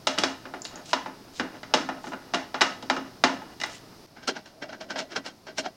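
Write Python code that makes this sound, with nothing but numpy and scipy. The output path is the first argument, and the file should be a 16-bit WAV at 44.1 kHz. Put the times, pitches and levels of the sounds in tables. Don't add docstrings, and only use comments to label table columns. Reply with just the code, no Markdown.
import sys
import numpy as np
from scipy import signal
from scipy.fft import rfft, irfft
from scipy.io import wavfile
from scipy.ndimage import uniform_filter1d

SR = 44100
rng = np.random.default_rng(int(sys.argv[2]) if len(sys.argv) > 2 else 0)


def to_wav(s):
    ch = np.atleast_2d(s).T
    pcm = np.round(np.clip(ch, -1, 1) * 32767)
    wavfile.write(sys.argv[1], SR, pcm.astype(np.int16))


N = 254016
TIME = np.arange(N) / SR
LEAD = 2646
HIT_TIME = np.arange(-LEAD, SR * 3 // 4) / SR


def amp(db):
    return 10 ** (np.asarray(db) / 20)


def unit_rms(x):
    return x / np.sqrt(np.mean(x ** 2) + 1e-20)


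def curve_at(points, hz):
    f, level = np.transpose(points)
    return np.interp(np.log(hz + 1), np.log(f), level)


def add(mix, s, sound):
    start = round(s * SR) - LEAD
    part = mix[max(start, 0):][:len(sound) + min(start, 0)]
    part += sound[max(-start, 0):][:len(part)]


def band(x, hz, kind, order=3):
    return signal.sosfilt(signal.butter(order, hz, kind, fs=SR, output="sos"), x)


def noisy_note(n, hz, width_hz):
    return unit_rms(band(rng.standard_normal(n), [hz - width_hz / 2, hz + width_hz / 2], "band", 2))


def flicker(n, db, samples):
    return amp(db * unit_rms(uniform_filter1d(rng.standard_normal(n), size=samples)))


# f/Hz, relative level/dB
HISS_COLOUR = [(25, -10.5), (75, -8.5), (100, -3), (135, -2), (390, -4), (520, -10), (660, -9), (1000, -13),
               (2000, -20), (3200, -22), (5100, -15), (7500, -29), (10000, -29), (16000, -32)]

def hiss(db):
    colour = amp(curve_at(HISS_COLOUR, np.fft.rfftfreq(N, 1 / SR)))
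    return amp(db) * unit_rms(irfft(rfft(rng.standard_normal(N)) * colour, N))


# f/Hz, relative level/dB
PLASTIC_COLOUR = [(40, -37), (120, -15.5), (200, 2), (430, 1.5), (750, -0.5), (1400, -0.5), (2500, -5),
                  (4500, -4.5), (6200, -8), (7500, -17.5), (10000, -31.5), (16000, -52)]

def case_ring(modes, edge_db=0, edge_hz=7500, size=8192):
    hz = abs(np.fft.fftfreq(size, 1 / SR))
    peaks_db = sum(db / (1 + (2 * (hz - f) / width) ** 2) for f, width, db in modes)
    treble_db = edge_db * hz ** 8 / (hz ** 8 + edge_hz ** 8)
    log_gain = np.log(amp(curve_at(PLASTIC_COLOUR, hz) + peaks_db + treble_db))
    spectrum = np.exp(signal.hilbert(log_gain).conj())
    return np.fft.ifft(spectrum).real[:size // 2]


# f/Hz, width/Hz, boost/dB
FIRST_SCREW_MODES = [(266.6, 18.3, 11), (318.4, 46, 5), (341, 28, -3.5), (425, 39, -7.5), (612, 19, 8),
                     (693.6, 72, 6.5), (853, 92, 7), (1024, 51, 5), (1280, 23, 10.5), (1420, 56, 5),
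                     (1492, 54, 5), (1777, 110, 5.5), (1994, 39, 7), (2420, 61, 5.5), (2860, 187, 10),
                     (3360, 10, 7.5), (3840, 180, 5.5), (5333, 103, 8.5), (6210, 26, 6)]

def handling(db=-53, until_s=4.0):
    lumps = flicker(N, db=6, samples=2500)
    push = band(lumps * rng.standard_normal(N), 900, "low", order=1)
    mutter = unit_rms(signal.fftconvolve(push, case_ring(FIRST_SCREW_MODES))[:N])
    return amp(db) * np.interp(TIME, [until_s - .1, until_s], [1, 0]) * mutter


# t/s, level/dB
HUM_LEVELS = [(4.45, -69), (4.66, -49), (4.8, -58), (5.0, -48), (5.1, -60), (5.3, -67), (5.4, -83)]

def case_hum():
    panel = noisy_note(N, hz=630, width_hz=150)
    hollow = noisy_note(N, hz=290, width_hz=130)
    return amp(np.interp(TIME, *np.transpose(HUM_LEVELS))) * (panel + amp(-3) * hollow)


# middle t/s, length/s, level/dB
FINGER_SLIDES = [(0.862, 0.021, -47.5), (0.906, 0.059, -44), (1.378, 0.067, -46), (2.074, 0.084, -49),
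                 (3.735, 0.092, -46.5)]

def finger_rubs():
    swells = sum(amp(db) * np.exp(-(2 * (TIME - s) / length) ** 2) for s, length, db in FINGER_SLIDES)
    friction = flicker(N, db=3.5, samples=70) * rng.standard_normal(N)
    return swells * unit_rms(band(friction, [2400, 7200], "band"))


def hit_shape(swell_s, fade_s, room_db, echo_s, hold_s=0):
    after = np.maximum(HIT_TIME - hold_s, 0)
    rise = np.exp(np.minimum(HIT_TIME, 0) / swell_s)
    direct = np.exp(-after / fade_s)
    tail = amp(room_db) * np.exp(-np.log(1000) * after / echo_s)
    return rise * np.hypot(direct, tail * np.sqrt(1 - direct))


# t/s, level/dB, f/Hz
HIGH_CHIRPS = [(.619, -34, 7020), (0.646, -40, 7000), (.668, -40, 6950), (0.758, -37.5, 6570),
               (1.382, -58, 7140), (3.662, -50, 8760), (3.668, -54, 14800)]

def squeaks_and_clink():
    out = np.zeros(N)
    shape = hit_shape(swell_s=.0003, fade_s=.0026, room_db=-16, echo_s=.27, hold_s=.00075)
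    for s, db, hz in HIGH_CHIRPS:
        chirp = noisy_note(len(HIT_TIME), hz, width_hz=520)
        scrape = unit_rms(band(rng.standard_normal(len(HIT_TIME)), [4800, 7200], "band", order=4))
        add(out, s, amp(db) * (chirp + amp(-3) * scrape) * shape)
    return out


def case_hit(paths, shapes, levels_db, ring):
    bands = [(430, "low"), ([430, 2300], "band"), (2300, "high")]
    out = np.zeros(len(HIT_TIME))
    for path, shape, db, edges in zip(paths, shapes, levels_db, bands):
        sound = band(signal.fftconvolve(path * shape, ring)[:len(HIT_TIME)], *edges)
        out += amp(db) * unit_rms(sound) * np.sqrt(np.mean(shape ** 2))
    return out


# f/Hz, width/Hz, boost/dB
FAR_SCREW_MODES = [(276, 39, 6.5), (471, 140, -3.5), (635, 76, 10), (850, 110, 5), (1164, 25, -22),
                   (1540, 220, 8.5), (1960, 11, 6.5), (2276, 81, 8), (2420, 100, -2), (2810, 140, 7),
                   (3196, 66, 8), (4150, 84, 6.5), (5050, 44, 7), (5450, 190, 7)]
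# t/s, base level/dB, crack above knock/dB, swell/s, panel note f/Hz, note boost/dB
FAST_RATTLES = [(4.171, -46.5, -8.5, 0.0068, 2200, 6), (4.235, -47, -3, .014, 1600, 5),
                (4.279, -25, 1.5, 0.0026, 1374, 14), (4.29, -25.5, -3.5, 0.0024, 386, 17),
                (4.368, -36.5, -5, 0.012, 860, 4), (4.459, -50, 0, 0.0041, 1490, 5),
                (4.626, -32.5, -7, 0.0045, 624, 7), (4.697, -41, -8.5, .009, 619, 5),
                (4.73, -38, -8.5, 0.0063, 1580, 4.5), (4.811, -36.5, -4, 0.0043, 605, 6.5),
                (4.907, -32, -3, .006, 1530, 7), (4.961, -29.5, -8, 0.0033, 625, 10),
                (4.991, -29.5, -0.5, 0.0096, 604, 4), (5.016, -37.5, -6, 0.012, 640, 10),
                (5.122, -40.5, -2.5, 0.012, 336, 14), (5.165, -26.5, -2, .005, 1400, 2.5),
                (5.264, -36.5, 0, 0.008, 1680, -3), (5.469, -41, -5.5, 0.0019, 1600, 4),
                (5.485, -40.5, -8, .005, 696, 6), (5.586, -27.5, 1.5, 0.0057, 546, 7.5),
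                (5.661, -29.5, -8.5, 0.014, 718, 15.5)]

def rattles():
    out = np.zeros(N)
    for s, db, crack, swell, note_hz, boost in FAST_RATTLES:
        edge_db = 3 + 1.6 * max(crack, -6)
        fade = .013 * np.exp(.04 * (-29 - db))
        ring = case_ring(FAR_SCREW_MODES + [(note_hz, 180, boost)], edge_db)
        paths = flicker(len(HIT_TIME), db=2, samples=90) * rng.standard_normal((3, len(HIT_TIME)))
        shapes = [hit_shape(swell, fade * stretch, room_db=-22, echo_s=.22) for stretch in (1.84, 1, 1)]
        add(out, s, case_hit(paths, shapes, (db - 7, db + 1, db + crack + 1), ring))
    return out


def panel_tock(hz, db, rise_s=.0021, fade_s=.0045):
    after = np.maximum(HIT_TIME, 0)
    shape = (1 - np.exp(-after / rise_s)) * np.exp(-after / fade_s)
    return amp(db) * shape * np.sin(2 * np.pi * hz * after)


# t/s, base level/dB, panel note f/Hz
TOOL_KNOCKS = [(.454, -33.5, 602), (.538, -30, 770), (1.060, -29, 920), (1.889, -23, 776),
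               (2.041, -33, 840), (2.120, -32, 960), (2.133, -29.5, 1450), (3.418, -37, 850)]
# t/s, base level/dB, extra thump/dB, hardness (extra crack)/dB, panel note f/Hz, note strength/dB
BLADE_SNAPS = [(.070, -16.5, -10.5, 0, 596, 18.5), (.178, -26.5, -2, -4, 1950, 12),
               (0.1849, -22, -3, 4.5, 620, 11), (.236, -16, -9, -1.5, 354, 11.5),
               (.651, -36, -12, 7, 4300, 15), (0.9317, -15.5, -14, -4.5, 974, 20),
               (1.397, -21, -3.5, -7.5, 1580, 7), (1.631, -33.5, -8, -5.5, 2050, 14),
               (1.7382, -12, -8.5, -2, 1890, 0), (2.069, -35, 2.5, -12, 1520, -4),
               (2.337, -20, -6, -8, 1340, -8), (2.344, -18.5, -46, -4.5, 677, 14),
               (2.543, -22.5, -13.5, -10.5, 830, 4), (2.609, -17.5, -10, -2, 774, 1),
               (2.6144, -10.5, -19.5, -3, 1906, 4.5), (2.825, -37, 2.5, -1, 940, 9),
               (2.899, -14.5, -10.5, -7, 830, 6), (2.965, -25.5, -2, -9.5, 1200, 10),
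               (3.238, -9.5, -9, -5, 930, 7.5), (3.601, -41, -15, 7.5, 1890, 11),
               (3.614, -30.5, -9, 3.5, 2020, 19.5), (3.636, -23, -25, -2, 2010, 16)]

def snaps_and_knocks(shared=.39, chatter_s=.0012, thump_build_s=.0057):
    out = np.zeros(N)
    common = rng.choice([-1., 1.], (3, len(HIT_TIME)))
    build = 1 - np.exp(-np.maximum(HIT_TIME, 0) / thump_build_s)

    def hit(s, db, note_hz, thump_db=-6, hard_db=-15.5, note_db=14.5, slip_s=.0098, edge_db=2):
        ring = case_ring(FIRST_SCREW_MODES + [(note_hz, note_hz / 6, .51 * note_db)], edge_db)
        paths = np.sqrt(shared) * common + np.sqrt(1 - shared) * rng.choice([-1., 1.], common.shape)
        thump = build * hit_shape(.0001, 2.16 * slip_s, room_db=-9, echo_s=.46, hold_s=chatter_s)
        knock = hit_shape(.0001, slip_s, room_db=-10, echo_s=.37, hold_s=chatter_s)
        crack = hit_shape(.0001, slip_s, room_db=-12, echo_s=.35, hold_s=chatter_s)
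        levels_db = (db + thump_db, db - 1.7, db + hard_db - 1)
        add(out, s, case_hit(paths, (thump, knock, crack), levels_db, ring))
        add(out, s, panel_tock(note_hz, db + note_db - 11))

    for s, db, thump_db, hard_db, note_hz, note_db in BLADE_SNAPS:
        slip_s = .0072 * np.exp(-.0393 * hard_db)
        hit(s, db, note_hz, thump_db, hard_db, note_db, slip_s, edge_db=3 + .8 * hard_db)
    for s, db, note_hz in TOOL_KNOCKS:
        hit(s, db, note_hz)
    return out


def scene(switch_s=4.067, fade_s=.005):
    slow = snaps_and_knocks() + squeaks_and_clink() + finger_rubs() + handling() + hiss(db=-50)
    fast = rattles() + case_hum() + hiss(db=-55)
    fade_out = np.clip((switch_s - TIME) / fade_s, 0, 1)
    fade_in = np.clip((TIME - switch_s) / fade_s, 0, 1)
    return (fade_out * slow + fade_in * fast)[None]


def record(dry, top_hz=16100):
    low_pass = signal.firwin(511, top_hz, window=("kaiser", 9), fs=SR)
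    return signal.oaconvolve(dry, low_pass[None], "same")


dry = scene()
out = record(dry)
to_wav(out)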